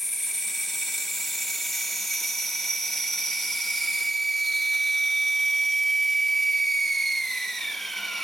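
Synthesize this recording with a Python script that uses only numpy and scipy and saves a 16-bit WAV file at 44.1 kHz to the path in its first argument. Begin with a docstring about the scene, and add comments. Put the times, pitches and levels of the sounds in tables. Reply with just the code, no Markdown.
"""Inside the enclosure of a CNC lathe, a parting tool cuts through a spinning brass bar.
As the groove deepens the cutting speed falls, so the chip breaks off ever more slowly: a hissing
whistle that sinks over the rumble of the machine. The blade chatters at its own resonance and swells
into a squeal. The chip rate meets that squeal and drags it down, and the cut ends in a rough rasp
as the tool rubs near the centre."""
import sys
import numpy as np
from scipy import signal
from scipy.fft import rfft, irfft, next_fast_len
from scipy.io import wavfile

SR = 44100
rng = np.random.default_rng(int(sys.argv[2]) if len(sys.argv) > 2 else 0)


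def wav_record(signal):
    """Record a signal, one row per channel, as 16-bit PCM in the file named by sys.argv[1]."""
    frames = np.transpose(np.atleast_2d(signal))
    bounded = np.clip(frames, -1, 1)
    # unit amplitude maps onto the largest positive 16-bit level
    quanta = np.round(bounded * 32767).astype(np.int16)
    wavfile.write(sys.argv[1], SR, quanta)


N = 362943
TIME = np.arange(N) / SR
BINS = np.maximum(np.arange(N // 2 + 1) * SR / N, 1)
TURN_HZ, CHUCK_JAWS = 15.03, 3
RUB_AT_S, RUB_RISE_S = 6.84, 1.58


def from_db(db):
    """Decibels to gain."""
    return 10 ** (np.asarray(db) / 20)


def rms_one(x):
    """Scale to unit power."""
    return x / np.sqrt(np.mean(np.abs(x) ** 2) + 1e-20)


def ramp(start_s, length_s):
    """Rise evenly from 0 to 1, then hold."""
    return np.clip((TIME - start_s) / length_s, 0, 1)


def bumps(rows):
    """Bell-shaped changes of level, in dB."""
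    return sum(db * np.exp(-((TIME - s) / half_s) ** 2) for s, half_s, db in rows)


def in_time(points):
    """A curve read at every sample."""
    return np.interp(TIME, *np.transpose(points))


def at_bins(points):
    """A spectrum read on a log-frequency axis."""
    hz, value = np.transpose(points)
    return np.interp(np.log(BINS), np.log(hz), value)


def cycles(hz):
    """Phase of a changing frequency, in radians."""
    return 2 * np.pi * np.cumsum(hz) / SR


def shape(x, gain):
    """Filter by a gain given at BINS."""
    size = next_fast_len(N + 4096, True)
    response = np.interp(np.arange(size // 2 + 1) * SR / size, BINS, gain)
    return irfft(rfft(x, size) * response, size)[..., :N]


def resonances(modes):
    """Joint gain of several resonances."""
    return np.sqrt(sum(from_db(db) ** 2 / (1 + ((BINS - hz * hz / BINS) / width) ** 2)
                       for hz, width, db in modes))


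def drift(rate_hz):
    """Smooth random wander of unit power."""
    pole, run_in = np.exp(-2 * np.pi * rate_hz / SR), SR // 2
    wander = signal.lfilter([1], [1, -2 * pole, pole * pole], rng.standard_normal(N + run_in))
    return rms_one(wander[run_in:])


def stereo_noise(gain):
    """Coloured noise of unit power, slightly different left and right."""
    # likeness of the channels: frequency_hz, correlation
    likeness = [(30, .99), (60, 0.88), (125, 0.95), (250, 0.97), (500, 0.96), (1000, 0.96), (2400, 1),
                (6000, 0.89), (15000, 1)]
    alike = np.clip(at_bins(likeness), 0, .995)
    mid = shape(rng.standard_normal(N), gain * np.sqrt(1 + alike))
    side = shape(rng.standard_normal(N), gain * np.sqrt(1 - alike))
    return rms_one(np.array([mid + side, mid - side]))


def each_turn(x, memory):
    """The tool meets the marks it left one turn before, so part of x comes round again."""
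    lag, out = round(SR / TURN_HZ), x.copy()
    for i in range(lag, N, lag):
        out[i:i + lag] += memory * out[i - lag:i][:N - i]
    return rms_one(out)


def cut_level(db, bite_db, db_per_s, chatter_db, rub_db):
    """A layer's envelope in dB: the tool bites, the speed falls, chatter takes over, the tool rubs."""
    # brief dips in level: centre_s, half_length_s, gain_db
    dips = [(2.8, 0.34, -1), (4.196, .14, -1)]
    bite = bite_db * np.exp(-TIME / 0.69)
    chatter = chatter_db * ramp(start_s=4.03, length_s=.1)
    rub = rub_db * ramp(RUB_AT_S, RUB_RISE_S)
    return db + db_per_s * TIME + bite + chatter + rub + bumps(dips)


def chip_and_blade():
    """Chip rate and blade pitch in Hz, and their lock (0-1): once they meet they sink together."""
    # the chip breaks more slowly as the radius shrinks: time_s, rate_hz
    chip_rate = [(0, 9240), (1, 7840), (2.4, 6060), (3.3, 5510), (4, 4840), (5, 3720), (5.5, 3440),
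                 (6.6, 2556), (8.23, 1230)]
    # the blade holds its pitch until the chip drags it down: time_s, pitch_hz
    blade_pitch = [(0, 2294), (6.3, 2293), (6.67, 2274), (7.19, 2152), (7.3, 2040), (7.56, 1950),
                   (7.75, 1660), (8.23, 1350)]
    pitch = in_time(blade_pitch)
    rate = np.maximum(in_time(chip_rate), pitch)
    lock_width_hz = 326
    return rate, pitch, 1 / (1 + ((rate - pitch) / lock_width_hz) ** 2)


def swing_size(pitch):
    """Chatter in dB from full swing: it grows, creeps up, weakens off resonance and collapses."""
    resonance_hz, width_hz = 2294, 116
    grow_at_s, grow_s = 3.104, 0.97
    growth_db = 12.5 * (ramp(grow_at_s, grow_s) - 1)
    creep_db = 3 * (ramp(grow_at_s + grow_s, length_s=2.25) - 1)
    detuned_db = 10 * np.log10(1 + ((resonance_hz - pitch) / width_hz) ** 2)
    collapse_db = 15 * ramp(start_s=7.5, length_s=0.22)
    return growth_db + creep_db - detuned_db - collapse_db


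def holder_colour():
    """The tool holder's resonances lift the cutting noise as it passes."""
    # holder modes: pitch_hz, width_hz, gain_db
    modes = [(3605, 75, 10.5), (4300, 34, 7), (5782, 65, 14), (6300, 35, -24), (6910, 65, 4.5),
             (7440, 82, 1.5), (8960, 22, 12.5), (9360, 26, 8), (9590, 220, 8.5), (10650, 82, 8.5),
             (11350, 100, 7), (12250, 65, 7.5), (12400, 80, -5)]
    return np.sqrt(1 + resonances(modes) ** 2)


def machine():
    """Chuck and drives rumble and hum over a steady low background and a faint hiss."""
    # hum of drives and pump: pitch_hz, relative_db
    hum_tones = [(99, -85.5), (198, -70), (301, -73.5), (1130, -72)]
    # spectra of the rumble, the low background and the hiss: frequency_hz, relative_db
    rumble_colour = [(25, -28), (60, -29), (100, -18), (150, -9.5), (200, 1), (250, 0), (310, 0),
                     (460, 2.5), (580, -0.5), (750, 0), (860, -3), (945, 6.5), (1050, -5.5), (1300, -6.5),
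                     (1500, 1), (3000, -13), (16000, -19)]
    shop_colour = [(20, -7), (45, -2), (70, 4), (130, 1), (400, -20), (4000, -47)]
    air_colour = [(1500, -32), (6000, 13), (10000, -9), (13500, 10), (15700, -2)]
    level_db = cut_level(db=-51.5, bite_db=-6.5, db_per_s=-0.5866, chatter_db=-3.5, rub_db=12)
    hum = sum(from_db(db + 4 + 2 * drift(16)) * np.sin(cycles(hz + 2.365 * drift(5.5)))
              for hz, db in hum_tones)
    rumble = from_db(level_db + 1.55 * drift(26)) * stereo_noise(from_db(at_bins(rumble_colour)))
    shop = from_db(-79) * stereo_noise(from_db(at_bins(shop_colour)))
    air = from_db(-50) * stereo_noise(from_db(at_bins(air_colour)))
    return rumble + hum * from_db(level_db - np.mean(level_db)) + shop + air


def chip_whistle(swing_db, rate, pitch, lock, holder):
    """The chip shears off almost regularly; the swinging blade chops it into sum tones and rasps."""
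    # tones at the chip rate plus a multiple of the blade's pitch: multiple, relative_db
    sum_tones = [(1, 1.5), (2, -4.5), (3, -4), (4, -5), (5, -19)]
    # the whistle swells or fades for a moment: centre_s, half_length_s, gain_db
    swells = [(3.2, 0.38, 2), (4.15, 0.28, -3), (4.55, 0.13, 4), (5.1, 0.18, 1), (5.9, 0.53, -4),
              (7.05, 0.23, -8), (8.15, 0.25, -1)]
    jitter_hz, slip_hz = 452, 57.9
    irregular = .069 * (1 - lock) + .048 * lock   # share of the rate; steadier when locked
    shear = cycles(rate * (1 + irregular * drift(jitter_hz)))
    contact = cycles(pitch + slip_hz * drift(jitter_hz))   # the contact slips, so high tones blur
    audible = lambda hz: np.clip((SR * .45 - hz) / 2000, 0, 1)

    octave_db = cut_level(db=-3, bite_db=-7, db_per_s=-0.32, chatter_db=-12, rub_db=11.5) + 12.5 * lock
    force = from_db(bumps(swells)) * np.cos(shear)
    force += from_db(octave_db) * np.cos(2 * shear) * audible(2 * rate)
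    chopping = from_db(-4 + 0.48 * swing_db - 12 * lock)
    radiated = np.clip((rate - pitch) / 1570, 0, 1) ** 2   # a low difference tone radiates poorly
    force += from_db(-7) * chopping * radiated * np.cos(shear - contact)
    rasping = lock * from_db(0.38 * swing_db)
    for k, db in sum_tones:
        sum_gain = chopping * from_db(0.13 * (k - 1) * swing_db) * audible(rate + k * pitch)
        overtone = rasping * np.cos((k + 1) * contact)
        force += from_db(db) * (sum_gain * np.cos(shear + k * contact) + overtone)
    level_db = cut_level(db=-28.5, bite_db=-0.5, db_per_s=-1.87, chatter_db=-3, rub_db=0.5) + 5.5 * lock
    return shape(from_db(level_db) * force, holder)


def chip_hiss(holder):
    """Bright noise of the chip, coloured by the holder."""
    # hiss spectrum: frequency_hz, relative_db
    colour = [(100, -63), (900, -6), (1750, -17), (2050, -100), (2500, 6), (3100, -11.5), (3600, -0.5),
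              (4900, -3.5), (6500, -6), (8200, -3.5), (9600, 0), (12400, 2), (13200, -23), (15700, -6)]
    # the hiss flares as the chatter frays: centre_s, half_length_s, gain_db
    flare = [(7.33, 0.15, 4.5)]
    level_db = cut_level(db=-31, bite_db=-12.5, db_per_s=-1.07, chatter_db=-4, rub_db=-2.5)
    return from_db(level_db + bumps(flare)) * stereo_noise(from_db(at_bins(colour)) * holder)


def neck_ringing():
    """The half-severed part rings unsteadily on its neck."""
    # the bending mode sinks as the neck thins: time_s, pitch_hz
    bending = [(0, 1627), (4, 1393), (5, 1270), (7, 1049), (8.23, 1042)]
    level_db = cut_level(db=-55.5, bite_db=-8, db_per_s=-0.25, chatter_db=-9.5, rub_db=20.5)
    waver = drift(41) + 1j * drift(41)
    return from_db(level_db) * (waver * np.exp(1j * cycles(in_time(bending)))).real


def blade_ringing():
    """Uneven knocks of the chips keep the blade's modes ringing."""
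    # modes of blade and holder: pitch_hz, width_hz, relative_db
    modes = [(1966, 13.5, -8), (2297, 47.5, 4.5), (2810, 32, -14.5), (3340, 43, -12.5), (3610, 27, -13),
             (3980, 19, -29), (5663, 52, -9.5), (10000, 63, -13), (9400, 83, -37), (12240, 190, -26.5)]
    level_db = cut_level(db=-37.5, bite_db=-4, db_per_s=0.0236, chatter_db=-4, rub_db=10)
    knocks = each_turn(rng.standard_normal(N) * from_db(3 * drift(46)), memory=0.56)
    low_cut = 1 / np.sqrt(1 + (1700 / BINS) ** 8)
    return from_db(level_db) * rms_one(shape(knocks, resonances(modes) * low_cut))


def enclosure(x, t60_s, wet_db):
    """Close sheet-metal walls add a short, dense tail to the direct sound."""
    t = np.arange(SR // 4) / SR
    mid, side = rng.standard_normal((2, len(t))) * from_db(-60 * t / t60_s) * (t > .001)
    tail = np.array([mid + 0.32 * side, mid - 0.32 * side])
    tail = from_db(wet_db) * tail / np.sqrt(np.sum(tail ** 2, axis=1, keepdims=True))
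    return (x + signal.fftconvolve(x, tail, axes=1)[:, :N]) / np.sqrt(1 + from_db(wet_db) ** 2)


def squeal(swing_db, pitch, lock):
    """The blade's self-excited swing wavers turn by turn, limits its own size and stumbles."""
    # the blade briefly loses its swing, singly or about once a turn: start_s, count, depth (0-1)
    stumbles = [(4.063, 2, 0.9), (4.24, 1, 0.4), (4.325, 1, 0.94), (4.53, 1, 1), (4.615, 1, 1),
                (5.089, 1, .9), (6.074, 6, 0.73), (6.527, 7, 0.99)]
    flutter_hz, stumble_every_s = 47.6, .069
    stumble_s = 0.0029 * (1 + .6 * lock)
    rough = np.clip(0.12 * from_db(-3.5 * swing_db) + 0.73 * lock, 0, .98)   # rough if weak or locked
    waver = each_turn(drift(flutter_hz) + 1j * drift(flutter_hz), memory=.95)
    size = np.sqrt(1 - rough ** 2) + rough * waver
    size /= (.5 + .5 * np.abs(size) ** 4) ** (.19 * (1 - .45 * lock))   # soft limiting
    for start_s, count, depth in stumbles:
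        for s in start_s + stumble_every_s * np.arange(count):
            size *= 1 - depth / (1 + 1j * (TIME - s) / stumble_s)   # shrinks and slips in phase
    tone = size * np.exp(1j * cycles(pitch))
    octave = from_db(-31.5) * tone ** 2
    level_db = -23 + swing_db - lock ** 2
    return np.sqrt(2) * from_db(level_db) * (tone + octave).real


def rubbing_rasp(holder):
    """Near the centre the tool rubs rather than cuts, and a rough noise fades in."""
    # rasp spectrum: frequency_hz, relative_db
    colour = [(30, -55), (150, -38), (600, -5), (1050, -3.5), (1800, -12), (2700, 3), (3100, -15),
              (3600, -1), (5000, -5), (8000, -39), (16000, -35)]
    envelope = ramp(RUB_AT_S, RUB_RISE_S) * from_db(-40 + 2 * drift(50.3))
    return envelope * stereo_noise(from_db(at_bins(colour)) * holder)


def pan_cut(cut):
    """Place each band of the cut between left and right by level and phase."""
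    # balance: frequency_hz, left_over_right_db
    balance = [(200, -3), (1200, 2), (2300, -3), (3600, 0), (5800, -2.5), (8000, 0), (10000, 0.8),
               (15000, 0.5)]
    # phase between the channels: frequency_hz, left_lead_rad
    lead = [(200, 0.98), (2300, 0.35), (5900, 0.26), (11000, 0.71), (12100, 0.52), (15900, .1)]
    toward_left = from_db(at_bins(balance) / 2) * np.exp(.5j * at_bins(lead))
    return np.array([shape(cut[0], toward_left), shape(cut[1], 1 / toward_left)])


def scene():
    """The cut, pulsing slightly with each turn and each jaw of the chuck, over the running machine."""
    rate, pitch, lock = chip_and_blade()
    swing_db = swing_size(pitch)
    holder = holder_colour()
    turn = 2 * np.pi * TURN_HZ * TIME
    load_db = 0.14 * np.sin(turn) + 0.31 * np.sin(CHUCK_JAWS * turn)
    load_db += 0.83 * each_turn(drift(41), memory=0.1)
    cut = chip_whistle(swing_db, rate, pitch, lock, holder) + chip_hiss(holder) + rubbing_rasp(holder)
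    cut = enclosure(cut, t60_s=0.11, wet_db=-0.5) + neck_ringing() + blade_ringing()
    cut = from_db(load_db) * cut + squeal(swing_db, pitch, lock)
    return pan_cut(cut) + machine()


def record(dry):
    """A steep low-pass takes off the top above 15.8 kHz."""
    return signal.sosfiltfilt(signal.ellip(10, .05, 60, 15800, fs=SR, output="sos"), dry)


dry = scene()
out = record(dry)
wav_record(out)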